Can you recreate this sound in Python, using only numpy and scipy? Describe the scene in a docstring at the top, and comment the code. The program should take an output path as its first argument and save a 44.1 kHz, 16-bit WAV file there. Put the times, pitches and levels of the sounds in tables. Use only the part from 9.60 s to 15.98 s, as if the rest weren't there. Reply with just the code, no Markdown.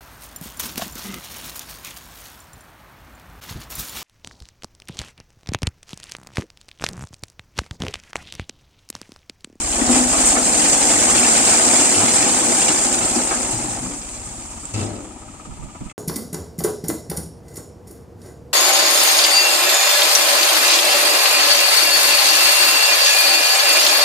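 """Soil hisses down a steel bed and stones clatter and make it boom: a tractor tips its trailer onto a rock heap.
The place is open ground some ten metres off; random contacts drive the colours of soil, stone and steel.
A diesel chugs underneath from harmonic puffs and gated noise. The flow dies away, the emptied bed jolts once on
ringing modes, and short bursts of low noise are puffs of wind touching the phone's two microphone ports."""
import sys
import numpy as np
from scipy import signal
from scipy.fft import rfft, irfft, next_fast_len
from scipy.io import wavfile
from scipy.ndimage import uniform_filter1d, map_coordinates

SR = 44100
rng = np.random.default_rng(int(sys.argv[2]) if len(sys.argv) > 2 else 0)


def unload_wav(signal):
    """Save mono or channel-first audio to the path in sys.argv[1] as 16-bit WAV at rate SR, clipped to [-1, 1]."""
    wavfile.write(
        sys.argv[1],
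        SR,
        np.round(np.clip(np.atleast_2d(signal).T, -1, 1) * 32767).astype(np.int16),
    )


N = 281339
TIME = np.arange(N) / SR

# Levels in the tables are relative.
# The load pours, then runs out. Each row: time [s], flow over the tail [dB].
FLOW = [(0, -8), (.83, -3.5), (1.0, -.5), (2.0, 0.5), (3.1, -2.5), (3.8, -7.5), (4.4, -16.5), (5.1, -22),
        (5.35, -27), (6.3, -40.5)]
# Parts of the load give way or jam. Each row: time of the height [s], more soil [dB], more stone [dB],
# half length [s].
SLIPS = [(0.174, 2, 2.5, 0.043), (0.36, 5, 5, 0.076), (0.47, -1.5, -2.5, .02), (0.545, 4.5, 3.5, 0.094),
         (0.691, 6.5, 3, 0.068), (2.616, 0, 1.5, 0.08), (2.828, -2.5, -2, 0.018), (3.103, 1, 2.5, 0.051)]
# Colour of sliding soil. Each row: frequency [Hz], level [dB].
SOIL_COLOUR = [(50, -37), (200, -14.5), (1500, 0), (3500, -6), (6000, 1.5), (9000, 4), (15000, -4)]
# Colour of stone on stone. 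Each row: frequency [Hz], level [dB].
STONE_COLOUR = [(40, -8), (120, 12), (400, 16.5), (800, 15.5), (1300, 7.5), (2200, 10.5), (3200, 8),
                (5000, 12.5), (8000, 6), (15000, -1)]
# Modes of the loaded steel bed. Each row: frequency [Hz], width [Hz], level [dB].
BED_MODES = [(112, 22, -6), (238, 24, 6), (251.2, 4.9, 0.5), (297.4, 40, 8), (350, 16.5, 2), (504, 31, 1),
             (607, 163, -2), (725, 81, 1), (800, 30, -2), (1223, 56, -4)]
# Big slabs striking the bed. Each row: start [s], ring of the panel [dB], panel frequency [Hz],
# crack of the stone [dB], crumbling time [s].
SLABS = [(.192, -36, 240, -22, .015), (0.213, -18.5, 243, -32, .04), (.288, -15, 248, -22.5, .07),
         (0.349, -26, 250, -26.5, .045), (0.373, -20.5, 246, -22.5, 0.023), (.448, -25, 250, -30, .03),
         (0.53, -22, 300, -22, 0.038), (.588, -24.5, 320, -31, 0.02), (.768, -23, 250, -16, 0.036),
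         (1.55, -28.5, 260, -24.5, 0.073), (1.616, -25, 288, -24.5, 0.04), (2.06, -23, 314, -21.5, 0.1),
         (2.372, -25.5, 335, -21, 0.12), (2.43, -20.5, 235, -24.5, 0.052), (2.661, -22.5, 300, -25.5, .025),
         (2.895, -21.5, 350, -23, 0.076), (3.251, -24, 298, -32, 0.042), (3.408, -31, 280, -23, 0.083),
         (3.56, -19.5, 300, -23.5, 0.035), (3.582, -30, 258, -28, 0.04), (3.712, -29, 280, -23.5, 0.057),
         (4.221, -26, 258, -52, 0.074)]
# Modes of a struck slab. Each row: frequency [Hz], width [Hz], level [dB].
SLAB_MODES = [(495, 11, -10), (665, 10, -4.5), (774, 18, 1.5), (835, 16, -9), (1000, 28, -1.5),
              (1195, 18, -7), (1383, 34, -2)]
# Colour of a hard crack. Each row: frequency [Hz], level [dB].
CRACK_COLOUR = [(70, -20.5), (170, -9), (350, 2.5), (550, 4.5), (750, 7.5), (1000, -9.5), (1350, 9.5),
                (1800, -33), (2900, -7), (4000, -15), (15000, -32)]
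# Dull thuds of heavy lumps, and of the bed dropping back. Each row: start [s], level [dB], pitch [Hz].
THUDS = [(1.532, -25, 124), (1.901, -28, 90), (2.368, -24.5, 98), (2.427, -25, 103), (3.406, -27.5, 95),
         (3.928, -22.5, 115.5), (4.02, -26, 120), (4.092, -28, 102.5), (4.2, -27, 130), (4.24, -28, 186),
         (4.295, -28.5, 288), (4.666, -31, 115), (5.15, -26, 109), (5.21, -21, 102.6)]
# Single stones clacking and skipping off the heap. Each row: start [s], level [dB], decay time [s], pitch [Hz].
PEBBLES = [(0.126, -26, 0.016, 3130), (0.211, -21, 0.011, 1920), (0.265, -23, 0.0089, 5400),
           (.349, -22, .02, 1110), (0.751, -24, 0.011, 1280), (0.764, -15, 0.022, 1337),
           (1.055, -22.5, .01, 1910), (1.129, -16.5, 0.0086, 6040), (1.294, -21, 0.014, 2210),
           (1.561, -18, .024, 2655), (1.65, -24, .01, 2410), (1.81, -31, .014, 2420),
           (1.92, -18.5, 0.03, 1334), (3.017, -20, 0.016, 2730), (3.081, -17.5, 0.015, 2870),
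           (3.325, -23.5, .01, 7450), (3.386, -26, .008, 5900), (3.453, -23, 0.016, 7630),
           (3.558, -21.5, 0.0089, 4750), (3.71, -18.5, 0.037, 1278), (3.765, -40, .011, 7500),
           (3.91, -26.5, 0.014, 7500), (4.659, -36, .0096, 7670), (5.054, -32.5, .006, 7600),
           (5.138, -33, .0088, 6300), (6.297, -36, 0.024, 2080)]
# Bounces of the emptied bed. Each row: start [s], clank of the fittings [dB], boom of the frame [dB],
# ring of the panels [dB].
BOUNCES = [(5.14, -30, -27, -32.5), (5.16, -37, -30, -36), (5.176, -37, -34, -32), (5.196, -35, -46, -38),
           (5.211, -34, -27, -36), (5.234, -39, -37, -27), (5.315, -51, -36, -38), (5.355, -42, -44, -43)]
# Modes of the fittings. Each row: frequency [Hz], width [Hz], level [dB].
FITTING_MODES = [(1310, 20.5, 1), (2240, 30, -3), (2620, 16, 1), (2720, 23, -1), (3000, 24, 1),
                 (3820, 16, 0), (4120, 30, -7), (4900, 20, -3), (5020, 30, -2)]
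# Modes of the jolted frame. Each row: frequency [Hz], width [Hz], level [dB].
FRAME_MODES = [(96, 8.1, 1), (111, 9.7, 0), (193, 14, -10)]
# Modes of the bare panels. Each row: frequency [Hz], width [Hz], level [dB].
EMPTY_BED_MODES = [(217.6, 10, -0.5), (249, 14, 1), (288, 9.2, 0.5), (313, 11, -2), (344, 10, -4),
                   (415, 8.2, -6.5), (514, 7.5, -3.5), (591, 11, -9), (677, 7.9, -15), (783, 9, -19),
                   (840, 7, -17), (940, 12, -22)]
# Pace of the engine. Each row: time [s], chugs per second [1/s].
CHUG_RATE = [(0.0, 17.54), (0.6, 16.41), (1.2, 14.32), (1.5, 17.85), (1.8, 15.6), (2.1, 17.59), (2.8, 17.2),
             (3.3, 15.35), (3.8, 15.46), (4.1, 13.93), (4.7, 15.83), (5.3, 17.34), (5.6, 16.95),
             (6.3, 17.64)]
# Strength of the exhaust puffs. Each row: time [s], level [dB].
EXHAUST_LEVEL = [(0, -28.5), (.45, -32), (.7, -30.5), (.84, -38), (1.4, -36.5), (1.9, -41), (2.3, -44.5),
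                 (2.9, -43), (3.45, -38), (4.15, -37), (5.3, -40), (6.3, -48)]
# One exhaust puff: level [dB] of multiples 1, 2, 3 .. of the chug rate.
PUFF_HARMONICS = [-24, 4.5, 7, 3.5, -13.5, -13.5, -10]
# Diesel knock after each firing. Each row: frequency [Hz], level [dB].
KNOCK_COLOUR = [(60, -44), (120, -26), (260, -17), (420, -29), (600, -27.5), (880, -22.5), (1060, -29),
                (1190, -17), (1320, -17), (1500, -34), (2500, -32.5), (4000, -54), (15000, -56)]
# Bark of the exhaust, later in each cycle. Each row: frequency [Hz], level [dB].
BARK_COLOUR = [(200, -40.5), (450, -40), (620, -23), (730, -29), (860, -25), (960, -23.5), (1060, -38),
               (2000, -52)]
# Whirr of gears and fan. Each row: frequency [Hz], level [dB].
WHIRR_COLOUR = [(20, -33), (60, -23.5), (95, -16.5), (150, -27), (235, -24), (330, -29), (440, -51),
                (650, -38.5), (950, -39.5), (1600, -42), (2500, -38), (4000, -43), (15000, -48)]
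# Faint wavering tones of the gears and pump. Each row: frequency [Hz], level [dB].
GEAR_TONES = [(614, -59.5), (856, -63), (975, -57.5), (1174, -55.5), (1272, -60)]
# Puffs of wind on the right port. Each row: start [s], level [dB], length [s].
GUSTS = [(5.867, -22, 0.087), (5.99, -20.5, 0.084), (6.207, -21, 0.023), (6.252, -19.5, 0.028)]
# Colour of the wind. Each row: frequency [Hz], level [dB].
GUST_COLOUR = [(20, 0), (45, 6.5), (80, -9.5), (160, -1), (260, -10), (420, -28), (1000, -44), (5000, -60)]
# Microphone ports, each with its own cavity resonance. Each row: frequency [Hz], left [dB], right [dB].
PORTS = [(49.6, -2, -5), (263, 3.5, -1.5), (472, 3, -1), (560, -2.5, 2), (800, 2, -3), (1340, -5.5, -5.5),
         (2780, -2.5, -3.5), (3920, -5.5, -5.5), (5820, -2, -2.5), (7370, 6, 11), (8500, 8.5, 2),
         (9020, 7, -3.5), (9960, -11, -13), (15600, -22.5, -21)]
# Share of the sound that reaches the two ports unalike. 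Each row: frequency [Hz], level [dB].
SCATTER = [(50, -17), (250, -15), (450, -6.5), (750, -9), (1200, 2.5), (2200, -5.5), (4000, -2.5),
           (15000, 1)]

# Each layer's relative level at full flow [dB], and the dB it loses for each dB of flow.
SOIL_DB, SOIL_SLOPE = -18, 1.0
STONE_DB, STONE_SLOPE = -26, 1.126
DRUM_DB, DRUM_SLOPE = -23, 0.57
# The drumming is up at LOOSE_S and holds until the last heavy stone leaves the bed at EMPTY_S.
LOOSE_S, EMPTY_S, DRUM_FADE_S, DRUM_REST_DB = 0.2, 4.16, 0.106, -9.5
LIGHTEN = .1  # share by which the drumming bed's modes rise as the weight comes off it
JOLT_S, JOLT_HOLD_S = 5.141, 0.096
END_S, TOP_HZ = 6.328, 15500
DIRECT_ONLY = np.array([[1], [0]])


def pour():
    """One flow drives hissing soil, clattering gravel and cobbles, scraping stones and the drumming of the bed."""
    soil_flow_db, stone_flow_db = flows()
    rest = undb(DRUM_REST_DB)
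    heavy = rest + (1 - rest) * envelope(0, LOOSE_S, EMPTY_S - LOOSE_S, DRUM_FADE_S)
    soil_db = shaken(SOIL_DB + SOIL_SLOPE * soil_flow_db, jolt_db=-44, release_s=0.014)
    stone_db = shaken(STONE_DB + STONE_SLOPE * stone_flow_db, jolt_db=-41.5, release_s=0.034)
    drum_db = DRUM_DB + DRUM_SLOPE * stone_flow_db + 20 * np.log10(heavy)
    drum_db = shaken(drum_db, jolt_db=-38, release_s=0.21)
    surge = walk(22.27)  # the load moves in small slips
    gravel = stones(stone_db - 2, surge, hits_per_s=700, lowest_hz=1098.6, crack_s=0.0018, ring_share=0.53)
    cobbles = stones(stone_db - 9, surge, hits_per_s=160, lowest_hz=620.6, crack_s=0.0036, ring_share=0.64)
    stone_layers = gravel + cobbles + scrapes(stone_flow_db) + skipping(stone_flow_db)
    return soil(soil_db, surge) + stone_layers + rumble(drum_db)


def flows():
    """How much soil and how much stone is moving, in dB: the long pour plus its slips."""
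    soil_db = stone_db = curves(FLOW)[0]
    for s, more_soil_db, more_stone_db, half_length_s in SLIPS:
        swell = np.exp(-((TIME - s) / half_length_s) ** 2)
        soil_db = soil_db + more_soil_db * swell
        stone_db = stone_db + more_stone_db * swell
    return soil_db, stone_db


def shaken(level_db, jolt_db, release_s):
    """Raise a layer's level by what the jolt shakes loose."""
    loose = undb(jolt_db) * envelope(JOLT_S, 0.0036, JOLT_HOLD_S, release_s)
    return 20 * np.log10(undb(level_db) + loose)


def soil(level_db, surge, grains_per_s=22000, surge_db=.5, flicker_db=0.7):
    """Grit slides over steel: thousands of tiny ticks that merge into a hiss and come in small spills."""
    grit = steady(impacts(grains_per_s, spread_db=1.2), .1)
    spills_db = surge_db * surge + flicker_db * walk(70)
    return colour(grit * undb(level_db + spills_db), SOIL_COLOUR)


def stones(level_db, surge, hits_per_s, lowest_hz, crack_s, ring_share, ring_s=.0055, spread_db=2):
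    """Pieces of all sizes collide; each gives a crack and three short tones, and a thin flow has fewer of them."""
    out, t = np.zeros((2, N)), np.arange(SR // 30) / SR
    shapes, count = 256, 12000
    size, second, third = rng.random((3, shapes, 1, 1))
    pieces = rng.standard_normal((shapes, 2, len(t))) * np.exp(-t / crack_s)
    for ratio in (1, 1.4 + second, 2.3 + third):
        phase = rng.uniform(0, 2 * np.pi, (shapes, 2, 1))
        tone = np.sin(2 * np.pi * lowest_hz * 7 ** size * ratio * t + phase)
        # the higher a piece rings, the shorter
        pieces = pieces + ring_share * tone * np.exp(-t / ring_s * (.5 + size))
    chance = rng.random((count, 4))
    # the chance that a candidate hit sounds follows the flow
    busy = hits_per_s * undb(.15 * (level_db - level_db.max())) * TIME[-1] / count
    sounding = chance[:, 0] < busy[(chance[:, 1] * N).astype(int)]
    for _, when, force, piece in chance[sounding]:
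        strength = undb(-spread_db * np.log(force + .04))
        add(out, when * TIME[-1], strength * pieces[int(piece * shapes)])
    return colour(steady(out, 0.11) * undb(level_db + .5 * surge), STONE_COLOUR)


def scrapes(flow_db, level_db=-28, slope=3.2, length_s=.016, slips_per_s=330, lowest_hz=850, span=3.62):
    """In the thick of the pour flat stones grind: short runs of stick and slip, each at its own stone's pitch."""
    out, t = np.zeros((2, N)), np.arange(SR // 10) / SR
    for when, size, speed, force in rng.random((300, 4)):
        slips = np.cumsum(slips_per_s * (.5 + speed) * np.exp(-t / length_s / 10)) / SR
        catches = np.exp(-(slips % 1) / 0.16)
        swell = t / length_s * np.exp(-t / length_s)
        grind = rng.standard_normal((2, len(t))) * catches * swell
        body = signal.iirpeak(lowest_hz * span ** size, 7, fs=SR)
        add(out, when * TIME[-1], (0.2 + force) * signal.lfilter(*body, grind))
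    return out / out[0].std() * undb(level_db + slope * flow_db)


def skipping(flow_db, level_db=-23, slope=0.91, lowest_hz=1150, span=5.0, rebound_db=-4):
    """Hard pieces skip down the heap, each in three quickening and weakening clacks."""
    out = np.zeros((2, N))
    count, hop_s, length_s = 75, .045, .005
    for when, size, height, force in rng.random((count, 4)):
        s = when * EMPTY_S
        for k in range(3):
            strength = undb(level_db + k * rebound_db - 6 * force)
            add(out, s, strength * clack(lowest_hz * span ** size, length_s))
            s += hop_s * (.5 + height) / (k + 1)
    return out * undb(slope * flow_db)


def rumble(level_db, knocks_per_s=2200):
    """Tumbling stone drums on the bed, whose pitch creeps up as it empties."""
    drumming = steady(ring(impacts(knocks_per_s, spread_db=1.8)), .08)
    drumming = colour(drumming, [(40, -11), (95, 0)])  # the bed radiates little deep bass
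    # reading the drumming ever faster raises its pitch
    place = np.cumsum(1 + LIGHTEN * (np.minimum(TIME / EMPTY_S, 1) - .5))
    drumming = np.array([map_coordinates(x, [place], order=1, mode="mirror") for x in drumming])
    return drumming * undb(level_db)


def judder(level_db=-27, rasp_db=-26):
    """As the load breaks loose, stick and slip drive the main panel mode and rasp over the floor."""
    rasp = steady(ring(impacts(900, spread_db=1.5)), .08)
    tone = groan(hz=247.0, waver=0.038, flutter_db=2.5)
    scrape = undb(level_db) * tone + undb(rasp_db) * rasp
    return scrape * envelope(start_s=0.11, attack_s=0.16, hold_s=0.13, release_s=0.07)


def slabs(sharpness=3.1, stone_share=0.97):
    """Big slabs land one by one: the stone cracks, rings and crumbles, and the panel under it booms on."""
    out, t = np.zeros((2, N)), np.arange(SR // 3) / SR
    for s, ring_db, panel_hz, crack_db, crumble_s in SLABS:
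        bed = struck(BED_MODES, t, scatter_db=0)
        panel = filtered(bed, lambda f: 1 / (1 + 1j * sharpness * (f / panel_hz - panel_hz / f)))
        stone = struck(SLAB_MODES, t * rng.uniform(.93, 1.07), scatter_db=3)  # each slab has its own pitch
        blow = burst(crack(t, crumble_s) + stone_share * stone)
        add(out, s, undb(ring_db) * burst(panel) + undb(crack_db) * blow)
    return out


def thuds(decay_s=0.064, rise_s=0.0021, crush_share=0.56, gain_db=1):
    """Soft, heavy contacts: a few low swings and a muffled crunch that die quickly."""
    out, t = np.zeros((2, N)), np.arange(SR // 3) / SR
    shape = (1 - np.exp(-t / rise_s)) * np.exp(-t / decay_s)
    for s, db, hz in THUDS:
        swing = burst(np.sin(2 * np.pi * hz * t) * shape * DIRECT_ONLY)
        noise = rng.standard_normal((2, len(t))) * shape
        crunch = burst(filtered(noise, lambda f: (1 + 1j * (f / hz / 1.5 - 1.5 * hz / f)) ** -2))
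        add(out, s, undb(gain_db + db) * (swing + crush_share * crunch) / 2)
    return out


def jolt(crack_db=-13, shudder_db=-28, sway_db=-25.0):
    """The empty bed bounces on its hinges and shudders: fittings clank, frame booms, bare panels ring on."""
    out, t = np.zeros((2, N)), np.arange(SR // 2) / SR
    for s, clank_db, boom_db, ring_db in BOUNCES:
        boom = sum(undb(db) * np.sin(2 * np.pi * hz * t) * np.exp(-np.pi * width * t)
                   for hz, width, db in FRAME_MODES)
        panels = struck(EMPTY_BED_MODES, t, scatter_db=0) + undb(crack_db) * crack(t, crumble_s=0.039)
        add(out, s, undb(boom_db) * burst(boom * DIRECT_ONLY))
        add(out, s, undb(clank_db) * struck(FITTING_MODES, t, scatter_db=0.5))
        add(out, s, undb(ring_db) * panels)
    shudder = steady(ring(rng.standard_normal((2, N)), EMPTY_BED_MODES), .03)
    shudder = undb(shudder_db) * shudder * envelope(JOLT_S, attack_s=.03, hold_s=0.1, release_s=.14)
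    sway = undb(sway_db) * groan(hz=103, waver=0.039, flutter_db=1)
    sway = sway * envelope(JOLT_S - .035, attack_s=.06, hold_s=.075, release_s=.045)
    return out + shudder + sway


def pebbles():
    """Single stones stand out, each with a clack at its own pitch."""
    out = np.zeros((2, N))
    for s, db, length_s, hz in PEBBLES:
        add(out, s, undb(db) * clack(hz, length_s))
    return out


def tractor(knock_db=0, bark_db=-1, knock_delay=0.05, bark_delay=0.46, decay=0.29, uneven_db=.8):
    """Each firing knocks in the block, then barks and puffs from the exhaust; gears whirr and sing faintly."""
    turns = np.cumsum(curves(CHUG_RATE)[0]) / SR + 0.055  # counted in chugs, as are delays and decay
    puffs = -sum(undb(db) * np.cos(2 * np.pi * (k + 1) * turns) for k, db in enumerate(PUFF_HARMONICS))
    puffs = puffs / puffs.std() * undb(curves(EXHAUST_LEVEL)[0] + uneven_db * walk(11))
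    firings = 0
    for spectrum, db, delay in ((KNOCK_COLOUR, knock_db, knock_delay), (BARK_COLOUR, bark_db, bark_delay)):
        phase = (turns - delay + .07 * walk(13)) % 1  # firings come a little early or late
        gate = (1 - np.exp(-phase / .05)) * np.exp(-phase / decay)
        strength = undb(db + 2 * walk(17))
        firings = firings + colour(rng.standard_normal((2, N)) * gate * strength, spectrum)
    whirr = colour(rng.standard_normal((2, N)) * undb(1.1 * walk(60)), WHIRR_COLOUR)
    tones = sum(undb(db) * groan(hz, waver=0.00605, flutter_db=4) for hz, db in GEAR_TONES)
    return firings + whirr + tones + puffs * DIRECT_ONLY


def wind(left_db=-13):
    """Short eddies buffet the ports as bursts of low noise, mostly the right one."""
    out, t = np.zeros((2, N)), np.arange(SR // 4) / SR
    for s, db, length_s in GUSTS:
        shape = (1 - np.exp(-t / 0.0061)) * np.exp(-(t / length_s) ** 2)
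        eddy = rng.standard_normal((2, len(t))) * shape
        add(out, s, undb(db) * burst(colour(eddy, GUST_COLOUR)))
    return np.array([undb(left_db) * out[1], out[0]])


def impacts(rate, spread_db):
    """Sparse random contacts, mostly small and a few large, as direct and scattered sound."""
    hit = rng.random(N) < rate / SR
    size = undb(spread_db * np.minimum(rng.exponential(size=N), 4))
    return hit * size * rng.standard_normal((2, N))


def clack(hz, length_s):
    """One stone on another: a gritty tick and three brief tones of the piece."""
    t = np.arange(SR // 10) / SR
    grit = rng.standard_normal((2, len(t))) * np.exp(-t / length_s)
    scuff = filtered(grit, lambda f: 1 / (1 + 2j * (f / hz - hz / f)))
    ratios = np.array([1, rng.uniform(1.15, 1.45), rng.uniform(1.5, 2.1)])[:, None, None]
    tones = np.sin(2 * np.pi * (hz * ratios * t + rng.random((3, 2, 1))))
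    tones = tones * np.exp(-t * ratios / length_s) / ratios  # higher tones are weaker and shorter
    return burst(burst(scuff) + burst(tones.sum(axis=0)))


def crack(t, crumble_s):
    """A hard contact that crumbles away as decaying noise."""
    shape = (1 - np.exp(-t / .0015)) * np.exp(-t / crumble_s)
    return burst(colour(rng.standard_normal((2, len(t))) * shape, CRACK_COLOUR))


def struck(modes, t, scatter_db):
    """Free ring of decaying modes; each blow has new phases, and scatter_db weights the modes anew."""
    hz, width, db = np.transpose(modes)[:, :, None, None]
    weight = undb(db + scatter_db * rng.standard_normal((len(modes), 2, 1)))
    phase = rng.uniform(0, 2 * np.pi, weight.shape)
    swings = weight * np.sin(2 * np.pi * hz * t + phase) * np.exp(-np.pi * width * t)
    return burst(swings.sum(axis=0) * (1 - np.exp(-t / .002)))


def ring(x, modes=BED_MODES):
    """Steel modes resonate under a force x; a narrow width rings longer."""
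    return filtered(x, lambda f: sum(undb(db) / (1 + 1j * hz / width * (f / hz - hz / f))
                                     for hz, width, db in modes))


def groan(hz, waver, flutter_db):
    """One tone kept swinging, with wavering pitch and strength."""
    turns = np.cumsum(hz * (1 + waver * walk(35))) / SR
    return np.sqrt(2) * np.sin(2 * np.pi * turns) * undb(flutter_db * walk(50)) * DIRECT_ONLY


def envelope(start_s, attack_s, hold_s, release_s):
    """Gain that rises in a straight line, holds and dies away."""
    age = TIME - start_s
    return np.clip(age / attack_s, 0, 1) * np.exp(-np.maximum(age - attack_s - hold_s, 0) / release_s)


def walk(rate):
    """Smooth chance with a spread near 1, drawn anew rate times a second."""
    size = int(SR / rate)
    steps = np.repeat(rng.standard_normal(N // size + 1), size)
    return 1.2 * uniform_filter1d(steps, size)[:N]


def steady(x, span_s):
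    """Bring the running level to 1 and keep the faster detail."""
    power = uniform_filter1d(np.mean(x ** 2, axis=0), int(span_s * SR))
    return x / np.sqrt(np.abs(power) + 1e-12)


def burst(x):
    """Bring the direct sound's loudest hundredth of a second to level 1."""
    return x / np.sqrt(uniform_filter1d(x[0] ** 2, SR // 100).max())


def add(out, s, sound):
    """Mix a sound in at time s."""
    start = int(s * SR)
    out[:, start:start + sound.shape[1]] += sound[:, :N - start]


def colour(x, points):
    """Shape x with a spectrum of (Hz, dB) points."""
    hz, db = np.transpose(points)
    return filtered(x, lambda f: undb(np.interp(np.log(f), np.log(hz), db)))


def filtered(x, response):
    """Pass x through a response given as a function of frequency."""
    size = next_fast_len(x.shape[-1] + SR // 4, True)
    hz = np.maximum(np.fft.rfftfreq(size, 1 / SR), 1)
    return irfft(rfft(x, size) * response(hz), size)[..., :x.shape[-1]]


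def curves(table):
    """The columns of a table of (s, ..) rows at every sample."""
    s, *columns = np.transpose(table)
    return [np.interp(TIME, s, c) for c in columns]


def undb(db):
    """Decibels to gain."""
    return 10 ** (np.asarray(db) / 20)


def scene():
    """All sources as direct and scattered sound; the rocks scatter the treble so each port hears its own mix."""
    direct, scattered = pour() + judder() + slabs() + thuds() + jolt() + pebbles() + tractor()
    side = colour(scattered, SCATTER)
    return np.array([direct + side, direct - side]) + wind()


def record(dry, lag_s=.00007, gain_db=-1.5):
    """The ports colour the sound, the left one hears it a little later, peaks are rounded and the top is cut."""
    left, right = (colour(dry[k], np.array(PORTS)[:, [0, k + 1]]) for k in range(2))
    left = filtered(left, lambda f: np.exp(-2j * np.pi * f * lag_s))
    sound = np.array([left, right]) * undb(gain_db)
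    rounded = sound / (1 + (sound / .9) ** 8) ** (1 / 8)
    faded = rounded * np.clip((END_S - TIME) / .012, 0, 1)
    top_cut = signal.ellip(8, .2, 70, TOP_HZ, fs=SR, output="sos")
    return signal.sosfilt(top_cut, faded)


dry = scene()
out = record(dry)
unload_wav(out)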